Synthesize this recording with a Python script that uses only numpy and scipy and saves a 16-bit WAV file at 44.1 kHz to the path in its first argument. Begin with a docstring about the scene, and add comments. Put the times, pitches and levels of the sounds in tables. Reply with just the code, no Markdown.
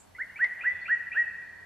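"""A quiet, foggy street. A songbird whistles five rising notes, each led in by a soft, higher grace note.
House fronts scatter the whistles into a long, fluttering tail. Behind them: far birds, one small tick,
soft rustles, faint air hiss, a thin high tone and a low hum."""
import sys
import numpy as np
from scipy import signal
from scipy.fft import rfft, irfft
from scipy.io import wavfile

SR = 44100
rng = np.random.default_rng(int(sys.argv[2]) if len(sys.argv) > 2 else 0)


def transcribe(u):
    """Save the signal u as a 16-bit wav file named by the first command-line argument.

    u: samples, shape (n,) or (channels, n), limited to [-1, 1]; the rate is SR.
    q: integer samples, one column per channel.
    """
    v = np.clip(np.atleast_2d(u).T, -1, 1)
    q = np.round(v * 32767).astype(np.int16)
    wavfile.write(sys.argv[1], SR, q)


N = 72765
TIME_S = np.arange(N) / SR
BIN_HZ = np.arange(N // 2 + 1) * SR / N
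STREET_CORR, NEAR_CORR = 0.86, 0.57   # left-right correlation

# Main notes: (start [s], length [s], level [dB], swell [dB], sweep [Hz/s], held pitch [Hz], flick [Hz])
WHISTLE_NOTES = [(0.181, 0.051, -25, 18, 19820, 1985, 209.5), (0.387, 0.07, -18, 24, 18930, 1930, 265.5),
                 (0.633, 0.082, -18.5, 21.5, 19030, 1971, 52.5),
                 (0.878, 0.081, -18, 22.5, 16490, 1908, -1.5), (1.141, 0.094, -18, 28.5, 15400, 1909, -8)]


def whistles():
    """Each note starts raspy, swells as it sweeps up, levels off in pitch and may end in a flick."""
    sweep_from_hz, knee_hz, flick_s = 1306, 69, 0.02
    wobble_hz, rasp_hz, rasp_decay_s = 4.5, 65, 0.028
    attack_s, swell_s, release_s, fade_db_per_s = 0.006, 0.052, 0.014, 122
    second_db, second_fade_db_per_s, third_db = -19, 1299.5, -56
    wobble, rasp = wander(rate_hz=113), wander(rate_hz=280)
    out = np.zeros(N)
    for start_s, length_s, level_db, swell_db, sweep_hz_per_s, held_hz, flick_hz in WHISTLE_NOTES:
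        t = np.clip(TIME_S - start_s, 0, length_s)
        shortfall_hz = held_hz - sweep_from_hz - sweep_hz_per_s * t
        hz = held_hz - knee_hz * np.logaddexp(0, shortfall_hz / knee_hz)   # soft ceiling
        hz += flick_hz * ramp((t - length_s + flick_s) / flick_s)
        hz += wobble_hz * wobble + rasp_hz * np.exp(-t / rasp_decay_s) * rasp
        rise_db = -swell_db * np.maximum(1 - t / swell_s, 0) ** 2
        fade_db = -fade_db_per_s * np.maximum(t - swell_s, 0)
        gate = ramp(t / attack_s) * ramp((length_s - t) / release_s)
        second = from_db(second_db - second_fade_db_per_s * t) * sine(2 * hz)
        third = from_db(third_db) * sine(3 * hz)
        out += from_db(level_db + rise_db + fade_db) * gate * (sine(hz) + second + third)
    return out


# Lead-in notes: (start [s], length before fade [s], level [dB], start pitch [Hz], rise [Hz/s])
GRACE_NOTES = [(0.148, 0.016, -43.5, 1930, 7500), (.357, 0.013, -38, 2215, 13550),
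               (0.608, 0.014, -35.5, 2270, 15910), (0.854, 0.014, -36.5, 2250, 21800),
               (1.116, 0.017, -35, 2290, 14400)]


def grace_notes():
    """A soft, raspy slide before each whistle, still rising as it fades."""
    edge_s, tail_s, fade_db_per_s = 0.0032, 0.024, 797.5
    rasp_hz = 70 * wander(rate_hz=280)
    out = np.zeros(N)
    for start_s, length_s, level_db, from_hz, rise_hz_per_s in GRACE_NOTES:
        t = np.clip(TIME_S - start_s, 0, length_s + tail_s)
        gate = ramp(t / edge_s) * ramp((length_s + tail_s - t) / edge_s)
        fade_db = -fade_db_per_s * np.maximum(t - length_s, 0)
        out += from_db(level_db + fade_db) * gate * sine(from_hz + rise_hz_per_s * t + rasp_hz)
    return out


# House-front echoes: (delay [s], left [dB], right [dB])
HOUSE_ECHOES = [(.018, -10.5, -20.5), (.09, -24.5, -25), (.178, -20.5, -23.5), (0.234, -24, -27)]
# Long-tail colour: (frequency [Hz], gain [dB])
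TAIL_EQ = [(1400, 1.5), (1700, -1.5), (1900, -1), (2100, -2), (2500, 1.5), (3000, 5)]


def street(song):
    """Direct sound, distinct echoes, scatter off nearby fences and trees, a long tail between houses."""
    tail_db, near_db, pan_db = -7, -11.5, 0.45
    crossover_hz, crossover_width_hz = 2400, 300
    low = rfft(scatter(t60_s=2.2, build_s=0.013, corr=STREET_CORR))
    high = rfft(scatter(t60_s=1.0, build_s=0.013, corr=STREET_CORR))
    high_share = ramp((BIN_HZ - crossover_hz) / crossover_width_hz + 0.5)
    spectrum = np.sqrt(1 - high_share) * low + np.sqrt(high_share) * high
    tail = irfft(spectrum * from_db(tail_db + per_bin(TAIL_EQ)), N)
    response = tail + from_db(near_db) * scatter(t60_s=0.18, build_s=0.011, corr=NEAR_CORR)
    response[:, 0] += from_db([-pan_db, pan_db])   # direct path
    for delay_s, left_db, right_db in HOUSE_ECHOES:
        response[:, int(delay_s * SR)] += from_db([left_db, right_db])
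    return signal.fftconvolve(song[None], response, axes=1)[:, :N]


def scatter(t60_s, build_s, corr):
    """Dense reflections that build up and die away; unit mean energy per channel."""
    noise = stereo(*rng.standard_normal((2, N)), corr)
    tail = noise * from_db(-60 * TIME_S / t60_s) * ramp(TIME_S / build_s)
    return unit_rms(tail) / np.sqrt(N)


# Distant calls: (start [s], length [s], pitch [Hz], bandwidth [Hz], level [dB], decay [s])
FAR_BIRD_CALLS = [(-.03, .035, 7550, 1300, -55.5, .03), (0.271, 0.044, 2830, 60, -67.5, .015),
                  (0.494, 0.024, 2903, 60, -72.5, .015), (0.683, 0.15, 3450, 200, -67, .04),
                  (0.798, 0.081, 4360, 130, -63, .06)]


def far_birds(attack_s=0.02):
    """Thin calls, smeared by distance into narrow bands of reverberation."""
    out = np.zeros((2, N))
    for start_s, length_s, hz, width_hz, level_db, decay_s in FAR_BIRD_CALLS:
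        t = TIME_S - start_s
        envelope = ramp(t / attack_s) * np.exp(-np.maximum(t - length_s, 0) / decay_s)
        out += from_db(level_db) * envelope * noise_band((2, N), hz, width_hz)
    return out


def tick(start_s=0.4441, impulse_db=-4.5, scatter_db=-4.5):
    """One small tick: a band-limited impulse with brief scatter behind it."""
    click = from_db(scatter_db) * scatter(t60_s=0.09, build_s=0.002, corr=NEAR_CORR)
    click[:, 0] += 1
    click = from_db(impulse_db) * np.pad(click, ((0, 0), (int(start_s * SR), 0)))[:, :N]
    click = butter(click, "high", hz=604)
    click = butter(click, "low", hz=916, order=1)
    return butter(click, "low", hz=5500, order=8)


# Rustle peaks: (time [s], level [dB])
RUSTLE_PEAKS = [(.44, -54.5), (.61, -56), (.725, -62), (0.889, -63.5), (1.162, -54)]
# Rustle spectrum: (frequency [Hz], relative density [dB])
RUSTLE_SPECTRUM = [(100, -28), (300, -15), (600, -1.5), (1100, -4.5), (3000, -7.5), (4500, -32),
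                   (7000, -43)]


def rustles(attack_s=0.045, decay_s=0.088):
    """Faint, brief puffs of midrange noise."""
    envelope = np.zeros(N)
    for peak_s, level_db in RUSTLE_PEAKS:
        t = TIME_S - peak_s
        envelope += from_db(level_db) * ramp(t / attack_s + 1) * np.exp(-np.maximum(t, 0) / decay_s)
    return envelope * shaped_noise(RUSTLE_SPECTRUM, STREET_CORR)


# Air spectrum: (frequency [Hz], relative density [dB])
AIR_SPECTRUM = [(18, -49), (30, -9.5), (217, -7), (296, -10.5), (608, -9.5), (691, -9.5), (871, -11.5),
                (941, -9.5), (1280, -16.5), (1660, -17), (3400, -24), (12300, -31.5), (14000, -40.5)]
# Air stereo image: (frequency [Hz], left-right correlation [-])
AIR_CORR = [(30, 0.7), (90, 0.6), (160, -0), (280, -0.5), (600, -0.1), (1500, 0.6), (4000, 0.27),
            (12000, -0.1)]
# Treble hiss: (time [s], gain [dB])
HISS_GAIN = [(0, 3.5), (.5, 4), (.8, -0.5), (1.65, -0.5)]


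def air(base_db=-58.5, shelf_hz=9000):
    """Faint, wide background noise; its treble eases off after about half a second."""
    noise = from_db(base_db) * shaped_noise(AIR_SPECTRUM, per_bin(AIR_CORR))
    hiss = irfft(rfft(noise) * ramp(BIN_HZ / shelf_hz - 0.5), N)
    hiss_gain = from_db(np.interp(TIME_S, *np.transpose(HISS_GAIN)))
    return noise + hiss * (hiss_gain - 1)


def thin_tone(level_db=-80):
    """A barely heard, steady high whistle of narrowband noise."""
    return from_db(level_db) * noise_band(N, hz=4370, width_hz=60)


# Hum partials: (frequency [Hz], rms level before wavering [dB])
HUM_PARTIALS = [(88.5, -71), (181, -79.5), (275, -79.5)]


def hum():
    """A low, wavering drone, as of a distant engine."""
    slow_noise = butter(rng.standard_normal((len(HUM_PARTIALS), 2 * N)), "low", hz=7.1)
    wavers = unit_rms(slow_noise[:, N:])   # skip filter settling
    return sum(np.sqrt(2) * from_db(level_db) * (1 + waver) * np.sin(2 * np.pi * hz * TIME_S)
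               for (hz, level_db), waver in zip(HUM_PARTIALS, wavers))


def from_db(db):
    """Decibels to gain."""
    return 10 ** (np.asarray(db) / 20)


def unit_rms(x):
    """Scale to rms 1."""
    return x / np.sqrt(np.mean(x ** 2) + 1e-20)


def per_bin(table):
    """Table value at each FFT bin, interpolated in log frequency."""
    hz, values = np.transpose(table)
    return np.interp(np.log(BIN_HZ + 1), np.log(hz), values)


def butter(x, kind, hz, order=2):
    """Butterworth filter."""
    return signal.sosfilt(signal.butter(order, hz, kind, fs=SR, output="sos"), x)


def ramp(x):
    """Smooth step from 0 to 1."""
    return np.sin(np.pi / 2 * np.clip(x, 0, 1)) ** 2


def sine(hz):
    """Oscillator following a pitch curve."""
    return np.sin(2 * np.pi * np.cumsum(hz) / SR)


def wander(rate_hz):
    """Random wavering, rms 1."""
    return unit_rms(butter(rng.standard_normal(N), "low", rate_hz))


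def stereo(mid, side, corr):
    """Two channels of given correlation from two independent noises."""
    return np.sqrt(1 + corr) * mid + np.sqrt(1 - corr) * side * np.array([[1], [-1]])


def noise_band(shape, hz, width_hz):
    """Band-passed noise, rms 1."""
    return unit_rms(butter(rng.standard_normal(shape), "band", [hz - width_hz / 2, hz + width_hz / 2]))


def shaped_noise(spectrum, corr):
    """Stereo noise of given spectrum, rms 1."""
    white = stereo(*rfft(rng.standard_normal((2, N))), corr)
    return unit_rms(irfft(white * from_db(per_bin(spectrum)), N))


def scene():
    """The bird in the street over the quiet background."""
    bird = street(whistles() + grace_notes())
    return bird + far_birds() + tick() + rustles() + air() + thin_tone() + hum()


def record(dry):
    """Steep elliptic low-pass."""
    cutoff_hz = 14200
    return signal.sosfilt(signal.ellip(10, 0.1, 80, cutoff_hz, fs=SR, output="sos"), dry)


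dry = scene()
out = record(dry)
transcribe(out)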